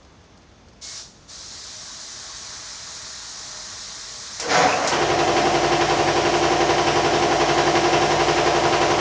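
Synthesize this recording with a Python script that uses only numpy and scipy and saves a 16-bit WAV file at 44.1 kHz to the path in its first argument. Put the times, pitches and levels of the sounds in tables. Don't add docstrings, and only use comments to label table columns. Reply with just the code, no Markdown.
import sys
import numpy as np
from scipy import signal
from scipy.fft import rfft, irfft, next_fast_len
from scipy.io import wavfile
from scipy.ndimage import uniform_filter1d, map_coordinates

SR = 44100
rng = np.random.default_rng(int(sys.argv[2]) if len(sys.argv) > 2 else 0)


def pcm_store(signal):
    levels = np.round(np.clip(np.atleast_2d(signal), -1, 1) * 32767)
    wavfile.write(sys.argv[1], SR, levels.astype(np.int16).T)


def natural_amplitude(level_db):
    exponent = np.asarray(level_db, float) / 20
    return 10 ** exponent


N = 397016
T = np.arange(N) / SR


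def evened(x):
    return x / np.sqrt(np.mean(x ** 2) + 1e-20)


def curve(rows, column):
    rows = np.array(rows, float)
    return np.interp(T, rows[:, 0], rows[:, column])


def colour(x, spectrum):
    size = next_fast_len(N)
    f, db = np.transpose(spectrum)
    hz = np.fft.rfftfreq(size, 1 / SR)
    gain = natural_amplitude(np.interp(np.log(hz + 1), np.log(f + 1), db, left=-120, right=-120))
    return evened(irfft(rfft(x, size) * gain, size)[:N])


def air(spectrum, patchy_db):
    a, b, patches = rng.standard_normal((N // 128 + 5, 257, 3)).T
    patches = uniform_filter1d(patches, size=8, axis=0)
    patches = evened(uniform_filter1d(patches, size=20, axis=1))
    cells = (a + 1j * b) * natural_amplitude(patchy_db * patches)
    noise = signal.istft(cells, nperseg=512, noverlap=384)[1][:N]
    return colour(noise, spectrum)


def resonate(x, hz, width):
    turn = np.exp(2j * np.pi * np.cumsum(hz * np.ones(N)) / SR)
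    r = np.exp(-np.pi * width / SR)
    smooth = signal.lfilter([1], [1, -2 * r, r * r], x / turn)
    return evened((turn * smooth).real)


def whistle(start, end, first_hz, last_hz, width, db):
    way = np.clip((T - start) / (end - start), 0, 1)
    tone = resonate(rng.standard_normal(N), first_hz + way * (last_hz - first_hz), width)
    swell = np.sqrt(abs(np.sin(np.pi * way))) * (way < 1)
    return natural_amplitude(db) * swell * tone


# open in seconds, close in seconds, jet level in dB that it starts from,
# jet level in dB that it settles to.
TRIGGER_PULLS = [(0.811, 1.004, -35, -44.5), (1.278, 9.5, -40, -36.5)]
# frequency in Hz, relative level in dB per Hz.
JET_SPECTRUM = [(1410, -35), (2400, -14), (2600, -17), (2880, -14), (4050, -2.5), (4420, -3), (5670, -0.5),
                (6990, -4), (7320, -7.5), (8100, -18.5), (10500, -53.5), (17800, -120)]
# frequency in Hz, relative level in dB per Hz.
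SPLASH_SPECTRUM = [(260, -33), (450, -8), (566, -14.5), (611, -0.5), (723, -4), (1140, 0.5), (1410, -1),
                   (1880, 0.5), (2800, -14), (3640, -38), (6160, -120)]
# start in seconds, end in seconds, first pitch in Hz,
# last pitch in Hz, width in Hz, level in dB at the top of its swell.
NOZZLE_WHISTLE = (.82, .99, 2170, 2170, 12, -51)
OPEN_S, SETTLE_S, CLOSE_S = 0.0081, 1, 0.041
LEAK_DB = -57.5
SPLASH_DB, SPLASH_LAG_DB, SPLASH_BUILD_S = -8, -6.5, 0.34


def gun():
    jet, splash = natural_amplitude(LEAK_DB) * (T > TRIGGER_PULLS[0][0]), np.zeros(N)
    for opened, closed, first_db, settled_db in TRIGGER_PULLS:
        age = np.maximum(T - opened, 0)
        opening = (1 - np.exp(-age / OPEN_S)) ** 2
        closing = np.exp(-np.maximum(T - closed, 0) / CLOSE_S)
        flow_db = settled_db + (first_db - settled_db) * np.exp(-age / SETTLE_S)
        flow = opening * closing * natural_amplitude(flow_db)
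        jet = jet + flow
        splash = splash + flow * natural_amplitude(SPLASH_DB + SPLASH_LAG_DB * np.exp(-age / SPLASH_BUILD_S))
    hiss = jet * air(JET_SPECTRUM, patchy_db=0.73)
    spatter = splash * air(SPLASH_SPECTRUM, patchy_db=1.0)
    return hiss + spatter + whistle(*NOZZLE_WHISTLE)


CRANK_PER_S, BELT_PER_S = 11.3125, 4.625
BELT_WOBBLE = .0024


def crank():
    return CRANK_PER_S * T + BELT_WOBBLE * np.sin(2 * np.pi * (BELT_PER_S * T + rng.random()))


def replay(one_turn, turns):
    return map_coordinates(one_turn, [turns % 1 * len(one_turn)], order=1, mode="grid-wrap")


KNOCKS = [(0.1726, 0.14), (0.4406, 0.21), (0.6024, -0.19), (0.7222, -0.33), (0.8015, 0.32), (0.8715, 0.1),
          (0.8906, 0.35)]
# frequency in Hz, gain at resonance in dB before the trims below,
# ring time t60 in seconds.
TANK_MODES = [(79.5, -29.7, .09), (148.5, -25.3, .29), (207.8, -28.1, .7), (297.9, -31.5, .7),
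              (339.6, -23.6, .7), (348.8, -19.8, .48), (384.0, -32.1, .22), (421.0, -11.0, .7),
              (481.7, -32.2, .2), (550.8, -34.5, .08), (603.2, -19.3, .7), (648.7, -28.4, .7),
              (691.9, -13.8, .4), (719.6, -23.3, .3), (769.7, -31.6, .7), (781.5, -28.3, .65),
              (813.0, -38.4, .7), (896.9, -38.9, .7), (951.1, -31.2, .7), (981.6, -26.4, .37),
              (1032.3, -45.0, .7)]
TANK_LOW_HZ = 110
TONES_DB = 0.46
WAVER_DB, WAVER_S = 1.2, .3
CREEP_DB_PER_S, CREEP_ZERO_S = .6, 6.6


def tank_tones(turns):
    size = round(SR / CRANK_PER_S)
    order = np.arange(4, 100)
    hz_of_order = order * CRANK_PER_S
    modes = sum(natural_amplitude(db) / (1 + 1j * (hz_of_order - hz) * t60 / 1.1) for hz, db, t60 in TANK_MODES)
    blows = sum(push * np.exp(-2j * np.pi * order * at) for at, push in KNOCKS)
    lines = modes * blows / (1 + (TANK_LOW_HZ / hz_of_order) ** 4)
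    waves = np.exp(2j * np.pi * np.outer(order, np.arange(size)) / size)
    partials = (lines[:, None] * waves).imag
    groups = partials.reshape(16, -1, size).sum(1)
    knots = np.arange(0, T[-1] + WAVER_S, WAVER_S)
    waver_db = WAVER_DB * rng.standard_normal((len(groups), len(knots)))
    upper = np.clip(np.arange(len(groups)) / 8 - .5, 0, 1)
    creep_db = CREEP_DB_PER_S * np.outer(upper, knots - CREEP_ZERO_S)
    levels_db = waver_db + creep_db
    tones = sum(natural_amplitude(np.interp(T, knots, db)) * replay(turn, turns) for db, turn in zip(levels_db, groups))
    return natural_amplitude(TONES_DB) * tones


VALVE_OPENS_TURNS = .66
RUSH_DB, RUSH_TURNS, RUSH_RISE_TURNS = 6.5, .45, .08
SPIT_DB, SPIT_TURNS = 3., .03
UNEVEN_DB = 1.3


def air_puffs(turns):
    angle = turns % 1
    strengths = natural_amplitude(UNEVEN_DB * rng.standard_normal(int(turns.max()) + 3))
    uneven = strengths[np.floor(turns - VALVE_OPENS_TURNS).astype(int) + 1]
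    since = (angle - VALVE_OPENS_TURNS) % 1
    rush = (1 - np.exp(-since / RUSH_RISE_TURNS)) * np.exp(-since / RUSH_TURNS)
    spits = sum(abs(push) * np.exp(-((angle - at) % 1) / SPIT_TURNS) for at, push in KNOCKS)
    return 1 + natural_amplitude(RUSH_DB) * uneven * rush + natural_amplitude(SPIT_DB) * spits


# frequency in Hz, relative level in dB per Hz.
CLATTER_SPECTRUM = [(710, -2.5), (1200, -2.5), (1380, -2.5), (2130, -2), (2340, -5), (3130, -5),
                    (3460, -8.5), (4290, -11), (5780, -9), (7500, -27.5), (9750, -48.5), (16500, -120)]
CLATTER_DB = -24.5
REPEATED = .45
VALVES_DB, VALVE_SURGE_DB, VALVE_SURGE_S = -1, 13.5, 0.1


def valve_clatter(turns, puffs):
    alike = replay(rng.standard_normal(round(SR / CRANK_PER_S)), turns)
    grit = np.sqrt(REPEATED) * alike + np.sqrt(1 - REPEATED) * rng.standard_normal(N)
    clatter = natural_amplitude(CLATTER_DB) * colour(puffs * grit, CLATTER_SPECTRUM)
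    surge_db = VALVE_SURGE_DB * np.exp(-np.maximum(T - LOAD_AT_S, 0) / VALVE_SURGE_S)
    creep_db = .5 * CREEP_DB_PER_S * (T - CREEP_ZERO_S)
    return natural_amplitude(VALVES_DB + creep_db + surge_db) * clatter


# frequency in Hz, relative level in dB per Hz.
RUMBLE_SPECTRUM = [(25, -30), (60, -18), (100, -11), (150, -8), (230, -12), (340, -2), (450, 0), (560, -2),
                   (750, 0), (890, -7), (1000, -4), (1300, -12), (1600, -36)]
RUMBLE_DB = -27


def frame_rumble(puffs):
    return natural_amplitude(RUMBLE_DB) * puffs ** 0.033 * air(RUMBLE_SPECTRUM, patchy_db=1.0)


LOAD_AT_S, LOAD_FROM_DB, LOAD_S = 4.84, -21., .075


def pump_load():
    age = np.maximum(T - LOAD_AT_S, 0)
    return natural_amplitude(LOAD_FROM_DB * np.exp(-age / LOAD_S)) * (age > 0)


# frequency in Hz,
# level in dB rms at full load.
MOTOR_TONES = [(57.67, -43), (102.89, -47), (119.95, -48), (173.03, -54), (205.81, -49), (206.97, -52),
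               (281.67, -51), (283.91, -50)]


def motor():
    return sum(np.sqrt(2) * natural_amplitude(db) * np.sin(2 * np.pi * (hz * T + rng.random())) for hz, db in MOTOR_TONES)


# time in seconds, rattle level in dB before the closing fade,
# level of the treble relative to the rattle in dB.
RUN_UP = [(4.397, -38, 3.5), (4.474, -28.5, -9), (4.51, -22, -0.5), (4.55, -19, -2), (4.622, -18, -5.5),
          (4.752, -23, -8), (4.862, -22, -10), (4.902, -30.5, 1), (4.92, -20.5, -9), (5.05, -13, -12)]
# frequency in Hz, relative level in dB per Hz.
RATTLE_SPECTRUM = [(35, -66), (60, -17.5), (319, -9), (375, -10.5), (497, -4), (651, -6), (735, 1),
                   (887, -10), (975, -5.5), (1500, -14.5), (1950, -34), (3300, -120)]
# frequency in Hz, relative level in dB per Hz.
SCRAPE_SPECTRUM = [(1200, -23.5), (1500, 0), (2000, 1), (3000, -7.5), (5500, -5.5), (7000, -9), (8000, -37),
                   (8300, -45)]
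# start in seconds, end in seconds, first pitch in Hz,
# last pitch in Hz, width in Hz, level in dB at the top of its swell.
RINGS = [(4.395, 4.5, 490, 490, 22, -34), (4.5, 4.7, 730, 745, 25, -25), (4.54, 4.68, 460, 520, 40, -29),
         (4.64, 4.78, 2300, 2680, 450, -29)]


def run_up():
    jumps_db = 0.94 * np.minimum(rng.exponential(1, N // 60 + 1), 3)
    clacks = rng.standard_normal(N) * natural_amplitude(jumps_db).repeat(60)[:N]
    scrape = natural_amplitude(curve(RUN_UP, column=2)) * colour(clacks, SCRAPE_SPECTRUM)
    fade = np.clip((RUN_UP[-1][0] - T) / 0.15, 0, 1) * (T > RUN_UP[0][0])
    shake = natural_amplitude(curve(RUN_UP, column=1)) * fade * (colour(clacks, RATTLE_SPECTRUM) + scrape)
    return shake + sum(whistle(*ring) for ring in RINGS)


# start in seconds,
# level in dB rms at the start, ring in Hz, decay time t60 in seconds.
SWITCH_CONTACTS = [(4.399, -25, 5750, 0.16), (4.874, -21, 5500, 0.16)]


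def switch():
    out = np.zeros(N)
    for s, db, hz, t60 in SWITCH_CONTACTS:
        decay = natural_amplitude(db - 60 * np.maximum(T - s, 0) / t60) * (T >= s)
        out += decay * resonate(rng.standard_normal(N), hz, width=2600.)
    return out


# start in seconds, level in dB rms at the start.
HANDLING_TICKS = [(.03, -55), (.049, -53.5), (.125, -62.5), (.241, -56), (.375, -50.5), (0.419, -57),
                  (.5, -62), (.685, -52), (.732, -55)]


def ticks():
    decay = sum(natural_amplitude(db - 60 * np.maximum(T - s, 0) / .04) * (T >= s) for s, db in HANDLING_TICKS)
    return decay * resonate(rng.standard_normal(N), 5000., width=2800.)


# frequency in Hz, relative level in dB per Hz.
ROOM_SPECTRUM = [(25, -34), (45, 0), (110, -4), (150, -8.5), (210, -8), (400, -12.5), (1000, -17),
                 (2700, -25.5), (3600, -26), (6500, -26.5), (7600, -40), (8100, -49.5)]
# frequency in Hz, level in dB rms.
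ROOM_WHINE = [(3499, -74)]
ROOM_DB = -50


def room():
    whine = sum(np.sqrt(2) * natural_amplitude(db) * np.sin(2 * np.pi * hz * T) for hz, db in ROOM_WHINE)
    return natural_amplitude(ROOM_DB) * air(ROOM_SPECTRUM, patchy_db=0.5) + whine


ECHO_DB, ECHO_T60 = -8, .3


def echoed(x):
    t = np.arange(SR // 2) / SR
    tail = rng.standard_normal(len(t)) * natural_amplitude(-60 * t / ECHO_T60) * (t > .004)
    tail *= natural_amplitude(ECHO_DB) / np.linalg.norm(tail)
    tail[0] = 1
    return signal.oaconvolve(x, tail / np.linalg.norm(tail))[:N]


def scene():
    turns = crank()
    puffs = air_puffs(turns)
    load = pump_load()
    body = load * (tank_tones(turns) + frame_rumble(puffs) + motor())
    valves = load * valve_clatter(turns, puffs)
    in_room = echoed(gun() + run_up() + switch() + valves)
    return (room() + ticks() + body + in_room)[None]


def top_cut(x):
    return signal.sosfilt(signal.butter(12, 10060, fs=SR, output="sos"), x)


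# frequency in Hz, level in dB relative to the band it mirrors.
MIRROR_LEAK = [(8000, -2.5), (8500, -7), (9000, -15.5), (9500, -25.5), (10000, -37), (10400, -74)]
CONVERTER_HZ = 16000


def record(dry):
    size = next_fast_len(N)
    z, hz = rfft(dry, size), np.fft.rfftfreq(size, 1 / SR)
    fold = round(CONVERTER_HZ / 2 * size / SR)
    above = np.arange(fold, 2 * fold)
    leak = natural_amplitude(np.interp(hz[above], *np.transpose(MIRROR_LEAK), right=-140))
    z[:, above] = np.conj(z[:, 2 * fold - above]) * leak
    z[:, 2 * fold:] = 0
    return top_cut(irfft(z, size)[:, :N])


dry = scene()
out = record(dry)
pcm_store(out)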